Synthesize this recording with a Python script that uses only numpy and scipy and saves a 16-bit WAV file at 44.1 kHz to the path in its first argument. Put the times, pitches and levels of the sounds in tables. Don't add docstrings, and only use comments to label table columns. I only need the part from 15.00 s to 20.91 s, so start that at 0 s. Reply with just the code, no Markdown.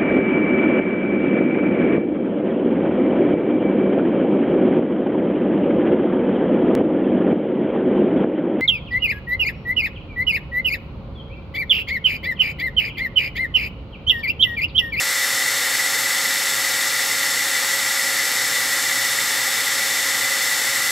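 import sys
import numpy as np
from scipy import signal
from scipy.fft import rfft, irfft
from scipy.io import wavfile

SR = 44100
rng = np.random.default_rng(int(sys.argv[2]) if len(sys.argv) > 2 else 0)


def waveform_to_disk(signal):
    frames = np.transpose(np.atleast_2d(signal))
    scaled = np.clip(frames, -1, 1) * 32767
    samples = np.round(scaled).astype(np.int16)
    wavfile.write(sys.argv[1], SR, samples)


N = 260631
T, HZ = np.arange(N) / SR, np.fft.rfftfreq(N, 1 / SR)

# pitch in Hz, rms level in dB.
HUM_TONES = [(49, -72), (120, -61)]
# time in seconds, blade passing rate in Hz.
BLADE_RATE = [(0.6, 277.11), (1.8, 277.42), (3.0, 277.13), (4.2, 277.07), (5.5, 277.16)]
# multiple of the blade rate, level in dB, left minus right in dB.
FAN_TONES = [(1, -53.5, -4), (2, -43.7, -6), (5, -39.5, -1.5), (10, -46.5, 3), (16, -35.6, -1.5)]
# frequency in Hz, noise density in dB.
AIR_COLOUR = [(12, -96.9), (25, -83.8), (100, -78.5), (250, -70.7), (600, -76.1), (1000, -67.3),
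              (1600, -61.6), (2500, -64.8), (4500, -64.1), (7000, -62.6), (9500, -67.4), (12500, -65.9),
              (14500, -72.5), (15700, -79.7)]
# centre in Hz, width in Hz, gain in dB.
HOUSING_EQ = [(125, 27, 8.8), (154, 24, -3.6), (324, 18, 3.5), (454, 60, 3.9), (526, 113, 9.2),
              (778, 143, 8.6), (874, 50, 4.5), (1106, 27, -3.3), (1209, 133, 3.6), (1567, 17, -8.0),
              (2504, 58, -3.3), (3101, 144, 1.8), (3220, 47, -4.9), (3539, 234, 6.6), (3842, 401, 3.4),
              (4816, 203, -2.3), (5209, 385, 4.8), (5469, 183, 2.9), (6580, 84, -2.4), (6939, 137, 2.4),
              (7029, 87, -2.8), (7428, 200, 3.3), (7746, 336, 5.9), (8354, 177, -1.9), (8664, 294, 3.9),
              (9827, 254, -2.9), (11930, 252, 3.2), (12297, 243, -3.0), (13349, 1034, -3.5),
              (14097, 185, 1.6)]
# time in seconds, gain in dB.
SHEEN_RIDE = [(2.9, -0.1), (3.2, -1.2), (4.0, -0.7), (4.4, 0.6), (5.0, 1.1), (5.9, -0.1)]
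# centre in Hz, half width in Hz, relative level in dB.
FIN_RESONANCES = [(1637, 58, -61.7), (1738, 29, -57.3), (1836, 35, -51.7), (1923, 22, -51.4),
                  (1966, 26, -45.2), (2026, 22, -48.1), (2081, 21, -52.2), (2163, 26, -58.2),
                  (2245, 31, -58.8), (2281, 9, -55.7), (2356, 31, -62.5)]
# frequency in Hz, likeness of the channels from 0 to 1.
STEREO_LIKENESS = [(60, 0.97), (170, 0.86), (350, 0.9), (520, .96), (640, 0.96), (850, 0.985), (5300, 1),
                   (6200, 0.965), (10000, .94), (13500, 1)]
# frequency in Hz, left minus right in dB.
AIR_PAN = [(60, 2), (150, 1), (280, 1), (450, -2.5), (560, -5.5), (720, 0.8), (1450, 0), (1660, 2.7),
           (1950, 0), (2100, 2.2), (3250, 1), (3600, 3), (4400, 0), (7000, 0.5), (14000, 0)]
# frequency in Hz, phase lead in radians.
LEFT_LEAD = [(5400, 0), (6300, 0.17), (8000, 0.1), (10000, 0.1), (13000, 0)]


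def gain_of(db):
    return 10 ** (np.asarray(db) / 20)


def unit_rms(x):
    return x / np.sqrt(np.mean(x ** 2) + 1e-20)


def over_time(rows):
    return np.interp(T, *np.transpose(rows))


def over_hz(rows):
    hz, value = np.transpose(rows)
    return np.interp(np.log(HZ + 1), np.log(hz + 1), value)


def bell(centre_hz, width_hz):
    return .5 ** ((2 * (HZ - centre_hz) / width_hz) ** 2)


def wander(rate_hz):
    white = rfft(rng.standard_normal(N))
    return unit_rms(irfft(white * bell(0, 2 * rate_hz) * (HZ > 0), N))


def turbulence(density):
    mid, side = rfft(rng.standard_normal((2, N))) * np.sqrt(SR / 2)
    likeness = np.clip(over_hz(STEREO_LIKENESS), 0, 1)
    side = side * np.sqrt((1 - likeness) / (1 + likeness))
    pan = gain_of(over_hz(AIR_PAN) / 2) * np.exp(.5j * over_hz(LEFT_LEAD))
    left, right = (mid + side) * pan, (mid - side) / pan
    return irfft(np.array([left, right]) * density, N)


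def hum(waver_db=1.5, waver_hz=2):
    out = np.zeros(N)
    for hz, db in HUM_TONES:
        tone = np.sqrt(2) * np.sin(2 * np.pi * (hz * T + rng.random()))
        out += tone * gain_of(db + waver_db * wander(waver_hz))
    return out


def fan_tones(waver_db=0.23, waver_hz=12, jitter_radians=0.15):
    blade_phase = 2 * np.pi * np.cumsum(over_time(BLADE_RATE)) / SR
    out = np.zeros((2, N))
    for multiple, db, pan_db in FAN_TONES:
        phase = multiple * blade_phase + jitter_radians * wander(waver_hz) + 2 * np.pi * rng.random()
        tone = np.sqrt(2) * np.sin(phase) * gain_of(db + waver_db * wander(waver_hz))
        pan = gain_of([[pan_db / 2], [-pan_db / 2]])
        out += tone * pan / pan.mean()
    return out


def air_hiss(trim_db=0.03, flutter_db=0.25, flutter_hz=30, sheen_hz=3560, sheen_width_hz=420):
    housing_db = sum(db * bell(hz, width) for hz, width, db in HOUSING_EQ)
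    air = turbulence(gain_of(over_hz(AIR_COLOUR) + housing_db))
    sheen = irfft(rfft(air) * bell(sheen_hz, sheen_width_hz), N)
    air += sheen * (gain_of(over_time(SHEEN_RIDE)) - 1)
    return air * gain_of(trim_db + flutter_db * wander(flutter_hz))


def fin_whistle(level_db=-25.1):
    power = np.zeros_like(HZ)
    for hz, half_width, db in FIN_RESONANCES:
        detune = (HZ - hz) / half_width
        power += (gain_of(db) / (1 + detune ** 2)) ** 2
    return unit_rms(turbulence(np.sqrt(power))) * gain_of(level_db)


def scene():
    return hum() + fan_tones() + air_hiss() + fin_whistle()


def record(dry, cutoff_hz=15760):
    taps = signal.firwin(1023, cutoff_hz, window=("kaiser", 9), fs=SR)
    return signal.oaconvolve(dry, taps[None], "same")


dry = scene()
out = record(dry)
waveform_to_disk(out)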